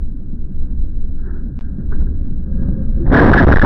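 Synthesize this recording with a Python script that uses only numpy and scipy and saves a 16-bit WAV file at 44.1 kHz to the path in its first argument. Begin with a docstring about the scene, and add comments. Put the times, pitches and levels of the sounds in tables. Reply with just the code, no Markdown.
"""A car on a forest road, heard from inside the cabin: low rumble and road roar from coloured noise.
Bumps ring the body shell, loose things scuff and knock, and tyres scrub under hard braking.
Then a collision: the body booms and jolts, buckles build into crumpling panels, metal shrieks in wavering tones.
The microphone is a small dashboard camera's: a dull, narrow sound chain that squares off the crash, adds rough
noise and fizz while the sound is clipped, whines and hisses faintly and cuts out once."""
import sys
import numpy as np
from scipy import signal
from scipy.fft import rfft, irfft, next_fast_len
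from scipy.io import wavfile
from scipy.ndimage import uniform_filter1d

SR = 44100
rng = np.random.default_rng(int(sys.argv[2]) if len(sys.argv) > 2 else 0)


def to_wav(s):
    """Save 16-bit WAV."""
    ch = np.atleast_2d(s).T  # columns
    pcm = np.round(np.clip(ch, -1, 1) * 32767)  # PCM
    wavfile.write(sys.argv[1], SR, pcm.astype(np.int16))


N = 160965


def undb(db):
    """Amplitude factor for a level in dB."""
    return 10 ** (np.asarray(db) / 20)


def unit(x):
    """Scale to rms 1."""
    return x / np.sqrt(np.mean(x ** 2) + 1e-18)


def clock():
    """Time of every sample in seconds."""
    return np.arange(N) / SR


def curve(table, axis=1):
    """Gain over time along one dB column of a table."""
    rows = np.array(table)
    return undb(np.interp(clock(), rows[:, 0], rows[:, axis]))


def colour(x, points):
    """Filter by a spectrum of (f/Hz, level/dB) points, joined by lines over log frequency."""
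    hz, db = np.array(points).T
    size = next_fast_len(N + SR // 2)
    f = np.maximum(np.arange(size // 2 + 1) * SR / size, 1)
    gain = undb(np.interp(np.log(f), np.log(hz), db))
    return irfft(rfft(x, size) * gain, size)[:N]


def noise(points):
    """Coloured noise of rms 1."""
    return unit(colour(rng.standard_normal(N), points))


def envelope(x, seconds):
    """Running rms."""
    window = max(int(seconds * SR), 1)
    return np.sqrt(np.abs(uniform_filter1d(x ** 2, window)) + 1e-12)


def steady(x, seconds):
    """Even out swells slower than the given time."""
    return x / envelope(x, seconds)


def wander(hz):
    """Slow chance of spread 1, moving up to about hz times a second."""
    return noise([(hz / 2, 0), (hz, -4), (hz * 2, -24), (hz * 10, -100)])


def ring_decay(age, t60):
    """Exponential decay that falls 60 dB in t60 seconds."""
    return np.exp(-np.log(1000) * age / t60)


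BUMP_RISE_S = 0.0046  # time constant of the soft onset


def soft_onset(age):
    """Exponential rise of a thump or knock."""
    return 1 - np.exp(-age / BUMP_RISE_S)


# levels of the drive inside the cabin: t/s, rumble level/dB, road level/dB before its parts are weighted
DRIVE_LEVELS = [(0, -14.5, -32.5), (.25, -24.5, -34), (.4, -17.5, -34), (.7, -15, -33), (1.1, -15.5, -33.5),
                (1.4, -20.5, -33), (1.62, -21.5, -32), (1.82, -19, -30), (2.02, -10.5, -27.5),
                (2.15, -15.5, -30), (2.45, -18, -31), (2.65, -16, -21), (2.85, -16.5, -25.5),
                (2.92, -11, -30), (3.03, -19, -22.5)]
# rumble spectrum: f/Hz, relative level/dB per Hz
RUMBLE_SPECTRUM = [(4, -17.5), (10, -4), (16, 3.5), (25, -9.5), (41, -6.5), (50, -16), (64, -7.5),
                   (74, -15), (90, -34.5), (200, -75.5)]


def rumble():
    """Low body rumble: deep noise that follows the drive."""
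    return steady(noise(RUMBLE_SPECTRUM), 0.3) * curve(DRIVE_LEVELS, axis=1)


# resonances of the body shell: f/Hz, relative level/dB, t60/s
SHELL_MODES = [(131.8, -3.5, 0.36), (187.1, 3, 0.13), (229.1, 1, .13), (281, -2.5, .13), (357, -15, 0.23),
               (419, -14.5, 0.023), (570, -22, 0.055), (682, -26.5, 0.034)]
DRONE_SURGE_DB = 4  # spread of the surges


def shell_drone():
    """The road keeps the body shell humming; each resonance surges and fades by itself."""
    t, out = clock(), 0
    for hz, db, t60 in SHELL_MODES:
        sway = wander(np.log(1000) / (np.pi * t60))  # a damped mode varies faster
        surge = undb(db + DRONE_SURGE_DB * wander(12))
        out = out + surge * sway * np.sin(2 * np.pi * hz * t + wander(12))
    return out


# road roar spectrum: f/Hz, relative level/dB per Hz
ROAD_SPECTRUM = [(50, -12.5), (100, 4), (190, 1), (290, -6), (400, -16.5), (520, -23.5), (720, -35.5),
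                 (1000, -39.5), (1400, -37.5), (1620, -34), (1760, -42.5), (2400, -54)]
ROAR_DB, DRONE_DB = -1, -13  # weights of the broad roar and the shell hum


def road():
    """Road noise in the cabin: broad roar plus the hum of the shell."""
    roar = undb(ROAR_DB) * steady(noise(ROAD_SPECTRUM), 0.084)
    return (roar + undb(DRONE_DB) * shell_drone()) * curve(DRIVE_LEVELS, axis=2)


# electronic hiss: f/Hz, relative level/dB per Hz
HISS_SPECTRUM = [(1000, 0), (3000, 2), (6000, 2), (11000, 0), (15000, -15)]
HISS_DB = -83


def hiss():
    """Steady electronic noise of the camera."""
    return undb(HISS_DB) * noise(HISS_SPECTRUM)


# whine that rides on the signal: f/Hz, level/dB
WHINE_TONES = [(3914, -58), (7817, -67), (11700, -72.5)]


def whine(heard):
    """High tones multiplied by the low part of the signal, so they swell and fade with it."""
    low = colour(heard, [(150, -1.5), (600, -22), (1500, -22.5)])
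    tones = sum(2 * undb(db) * np.cos(2 * np.pi * hz * clock()) for hz, db in WHINE_TONES)
    return low * tones


# bumps in the road that thump through the suspension: t/s, level/dB
ROAD_BUMPS = [(.327, -26.5), (0.49, -29), (0.725, -30), (1.327, -35.5), (1.49, -25), (1.78, -21),
              (1.886, -35), (2.195, -27), (2.305, -24), (2.511, -32)]


def bumps():
    """Each bump sets the body shell ringing, a little differently every time."""
    out = np.zeros(N)
    chances = rng.standard_normal((len(ROAD_BUMPS), len(SHELL_MODES)))
    for (at, db), chance in zip(ROAD_BUMPS, chances):
        age = np.maximum(clock() - at, 0)
        for (hz, mode_db, t60), z in zip(SHELL_MODES, chance):
            # chance sets the polarity and detunes by about 1 %
            tone = np.sign(z) * np.sin(2 * np.pi * hz * (1 + 0.01 * z) * age)
            out += undb(db + mode_db) * soft_onset(age) * tone * ring_decay(age, t60)
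    return out


# loose things shifting in the cabin: t/s at the peak, rise/s, fade/s, level/dB
CABIN_SHIFTS = [(1.196, 0.014, 0.018, -54), (1.276, .03, 0.067, -39), (1.37, 0.047, 0.036, -46),
                (1.65, 0.11, 0.085, -49), (1.799, 0.0067, .015, -44.5), (1.924, 0.0057, 0.013, -28),
                (1.96, .01, 0.032, -45.5), (2.004, .004, 0.025, -41.5), (2.072, 0.0018, 0.007, -38)]
# scuff spectrum: f/Hz, relative level/dB per Hz
SCUFF_SPECTRUM = [(150, -8), (270, 4), (360, 12), (520, -10.5), (800, -14), (950, -9), (1120, -16.5),
                  (1350, -3), (1570, 1.5), (1850, -9.5), (2300, -25), (4000, -44)]


def loose_things():
    """Short noise scuffs as things slide about the cabin, each with its own rise and fade."""
    t, grip = clock(), 0
    for at, rise, fade, db in CABIN_SHIFTS:
        grip = grip + undb(db) * np.exp(-np.maximum((at - t) / rise, (t - at) / fade))
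    return grip * steady(noise(SCUFF_SPECTRUM), .02)


DROPOUT_START_S, DROPOUT_END_S = 1.591, 1.610
CLICK_SIZE, CLICK_DECAY_S = 0.042, 0.002  # before the filter
SPIT_DB, SPIT_FADE_S = -55, 0.014  # before the filter


def dropout(x):
    """The sound cuts out for an instant, with a click and a spit of hiss at either end."""
    t, clicks, fades = clock(), 0, 0
    live = uniform_filter1d(1. * ((t < DROPOUT_START_S) | (t > DROPOUT_END_S)), size=60)
    for at in (DROPOUT_START_S, DROPOUT_END_S):
        clicks = clicks + (t >= at) * np.exp(-np.abs(t - at) / CLICK_DECAY_S)
        fades = fades + (t >= at) * np.exp(-np.abs(t - at) / SPIT_FADE_S)
    spit = fades * rng.standard_normal(N)
    edges = CLICK_SIZE * clicks + undb(SPIT_DB) * spit
    return x * live + colour(edges, [(3500, 1.5), (7500, -11), (10000, -36)])


# tyre scrub while braking: t/s, level/dB
BRAKING_LEVELS = [(2.3, -64), (2.5, -35), (2.64, -30), (2.73, -36), (2.82, -29), (2.91, -44.5), (2.98, -32),
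                  (3.06, -36)]
# scrub spectrum: f/Hz, relative level/dB per Hz
SCRUB_SPECTRUM = [(120, 4.5), (240, 18), (380, -20), (460, -10), (535, 9.5), (620, -23.5), (800, -30),
                  (1450, -21.5), (1650, -12), (1800, -48), (2400, -46.5)]


def tyre_scrub():
    """Tyres scrub under hard braking: noise in a few narrow bands."""
    return steady(noise(SCRUB_SPECTRUM), 0.13) * curve(BRAKING_LEVELS)


# a heavier object landing in the cabin: t/s, f/Hz, t60/s, level/dB
HEAVY_KNOCK = (3, 338, 0.3, -19)


def knock():
    """A heavier object lands with a hollow knock: one decaying tone."""
    at, hz, t60, db = HEAVY_KNOCK
    age = np.maximum(clock() - at, 0)
    return undb(db) * np.sin(2 * np.pi * hz * age) * ring_decay(age, t60) * soft_onset(age)


# force of the collision before overload: t/s, body boom level/dB, crumpling panels level/dB
CRUSH_LEVELS = [(3.04, -21.5, -58), (3.068, -9, -23), (3.11, -4.5, -18), (3.135, -4, 10), (3.2, 6, 15),
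                (3.24, 11, 18), (3.31, 4.5, 6.5), (3.37, 4.5, 11.5), (3.41, 1.5, 7.5), (3.43, 0.5, 4),
                (3.46, 3.5, -5), (3.485, 10, 5), (3.53, 7, 14.5), (3.555, 12, -1), (3.605, 8.5, 2),
                (3.635, 1, 10.5)]
# body boom spectrum: f/Hz, relative level/dB per Hz
BOOM_SPECTRUM = [(10, -12), (25, -2), (65, -3.5), (110, -10.5), (200, -22.5), (600, -60.5)]


def body_boom():
    """The struck body booms: deep noise that follows the force of the collision."""
    return steady(noise(BOOM_SPECTRUM), 0.063) * curve(CRUSH_LEVELS, axis=1)


BUCKLES_PER_S, BUCKLE_SPREAD_DB = 900, 5


def crumple(points):
    """A dense run of buckles and snaps of uneven size: random impulses, coloured and evened out."""
    hits = rng.random(N) < BUCKLES_PER_S / SR
    sizes = undb(BUCKLE_SPREAD_DB * rng.exponential(size=N))
    signs = np.sign(rng.standard_normal(N))
    return steady(colour(hits * sizes * signs, points), .025)


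# crumpling panel spectrum: f/Hz, relative level/dB
PANEL_SPECTRUM = [(60, -6), (130, -1), (290, 0), (480, -6.5), (750, -13), (1200, -21), (1600, -17),
                  (2200, -31), (5000, -39)]
# splintering glass and plastic spectrum: f/Hz, relative level/dB
SHARD_SPECTRUM = [(500, -23), (1000, -11.5), (1400, -17.5), (1620, -0.5), (1900, -4.5), (2400, -10),
                  (5000, -23)]
SHARD_DB = -13.5  # relative to the panels


def wreckage():
    """Panels crumple while glass and plastic splinter."""
    shards = undb(SHARD_DB) * crumple(SHARD_SPECTRUM)
    return (crumple(PANEL_SPECTRUM) + shards) * curve(CRUSH_LEVELS, axis=2)


def collision():
    """Boom and wreckage from first contact, with jolts and shrieks; it far exceeds the camera's ceiling."""
    contact = np.clip((clock() - CRUSH_LEVELS[0][0]) / .01, 0, 1)
    return contact * (body_boom() + wreckage()) + jolts() + shrieks()


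# heavy jolts that press the microphone to its limit: start t/s, length/s, level/dB before overload
BODY_JOLTS = [(3.067, 0.0099, -2), (3.318, 0.0074, 19.5), (3.449, .022, 25), (3.541, 0.021, 26),
              (3.574, 0.028, 9), (3.599, .018, 26.5)]


def jolts():
    """Each jolt is one push of cabin air; the car rocks one way, then the other."""
    t, out = clock(), 0
    for k, (at, length, db) in enumerate(BODY_JOLTS):
        push = np.sin(np.pi * np.clip((t - at) / length, 0, 1))
        out = out + (-1) ** k * undb(db) * push
    return out


CEILING = 0.44  # clipping level of the camera's input
FULL_OVERLOAD = 1.26  # excess that counts as full overload, in ceilings


def overload_amount(excess):
    """How far the input is overloaded, 0 to 1, from the running rms of what was clipped off."""
    return np.clip(envelope(excess, 0.016) / (FULL_OVERLOAD * CEILING), 0, 1)


# rough noise while the sound is clipped: f/Hz, relative level/dB per Hz
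ROUGH_SPECTRUM = [(100, -2.5), (300, 5.5), (900, 3.5), (1650, 2), (2100, -15), (3800, -30), (5600, -24.5),
                  (6300, -44.5)]
ROUGH_DB = -36  # at full overload


def rough_noise(overload):
    """Rough low and middle noise that swells while the sound is clipped."""
    return undb(ROUGH_DB) * overload * noise(ROUGH_SPECTRUM)


# fizz of the overloaded input: f/Hz, relative level/dB per Hz
FIZZ_SPECTRUM = [(200, 7.5), (1500, 10), (2000, 13), (2400, 4), (3800, 3.5), (4500, -9.5), (5700, -8.5),
                 (6150, -24.5), (7300, -22), (8000, -22), (8800, -37), (13000, -49), (14500, -30.5),
                 (15500, -25)]
FIZZ_DB = -16  # relative to the treble envelope
FIZZ_SMEAR_S, FIZZ_HANG_S, FIZZ_HANG = 0.004, 0.029, .5  # quick and slow response, weight of the slow


def fizz(heard, overload):
    """Noise that follows the treble of the overloaded signal."""
    treble = colour(heard, [(100, -34.5), (700, -5.5), (1500, 1)])
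    edges = envelope(treble, FIZZ_SMEAR_S) + FIZZ_HANG * envelope(treble, FIZZ_HANG_S)
    return undb(FIZZ_DB) * overload * edges / (1 + FIZZ_HANG) * noise(FIZZ_SPECTRUM)


# shrieks of tearing metal: t/s at the middle, length/s, f/Hz, level/dB before overload
METAL_SHRIEKS = [(3.146, 0.015, 1663, 8), (3.174, .011, 1719, 16.5), (3.198, 0.013, 1630, 17.5),
                 (3.34, .0075, 1544, 34), (3.38, .011, 1665, 15), (3.394, 0.012, 1712, 15.5),
                 (3.528, 0.017, 1611, 12), (3.56, 0.0046, 1804, 11), (3.572, 0.0048, 1583, 10.5),
                 (3.598, 0.0041, 1720, 9), (3.621, 0.012, 1669, 10)]
SHRIEK_WIDTH_HZ = 150  # rms waver of the pitch


def shrieks():
    """Metal scrapes on metal in brief, unsteady tones."""
    t, out = clock(), 0
    waver = SHRIEK_WIDTH_HZ * noise([(40, -18), (150, -1), (400, -6), (1500, -38.5)])
    for at, length, hz, db in METAL_SHRIEKS:
        swell = np.exp(-(2 * (t - at) / length) ** 2)
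        phase = 2 * np.pi * np.cumsum(hz + waver) / SR
        out = out + undb(db) * swell * np.sin(phase)
    return out


def scene():
    """All sounds in the cabin, summed at the microphone."""
    driving = rumble() + road() + bumps() + tyre_scrub()
    return (driving + loose_things() + knock() + collision())[None]


# response of the camera after its clipping: f/Hz, level/dB
CAMERA_RESPONSE = [(1000, 1), (1400, -2), (1620, -0.5), (1900, -6.5), (2250, -16.5), (3000, -25.5),
                   (3800, -20.5), (5500, -28), (6200, -41.5), (8000, -43), (9000, -46.5), (15000, -43)]
TOP_HZ = 15700  # edge of the steep lowpass


def record(dry):
    """The dashboard camera clips hard, adds noise and fizz when overloaded, dulls the treble, whines, hisses."""
    clipped = np.clip(dry[0], -CEILING, CEILING)
    overload = overload_amount(dry[0] - clipped)
    heard = colour(clipped, CAMERA_RESPONSE)
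    out = dropout(heard + whine(heard)) + fizz(heard, overload) + rough_noise(overload) + hiss()
    lowpass = signal.ellip(8, .2, 70, TOP_HZ, fs=SR, output="sos")
    return signal.sosfilt(lowpass, out)[None]


dry = scene()
out = record(dry)
to_wav(out)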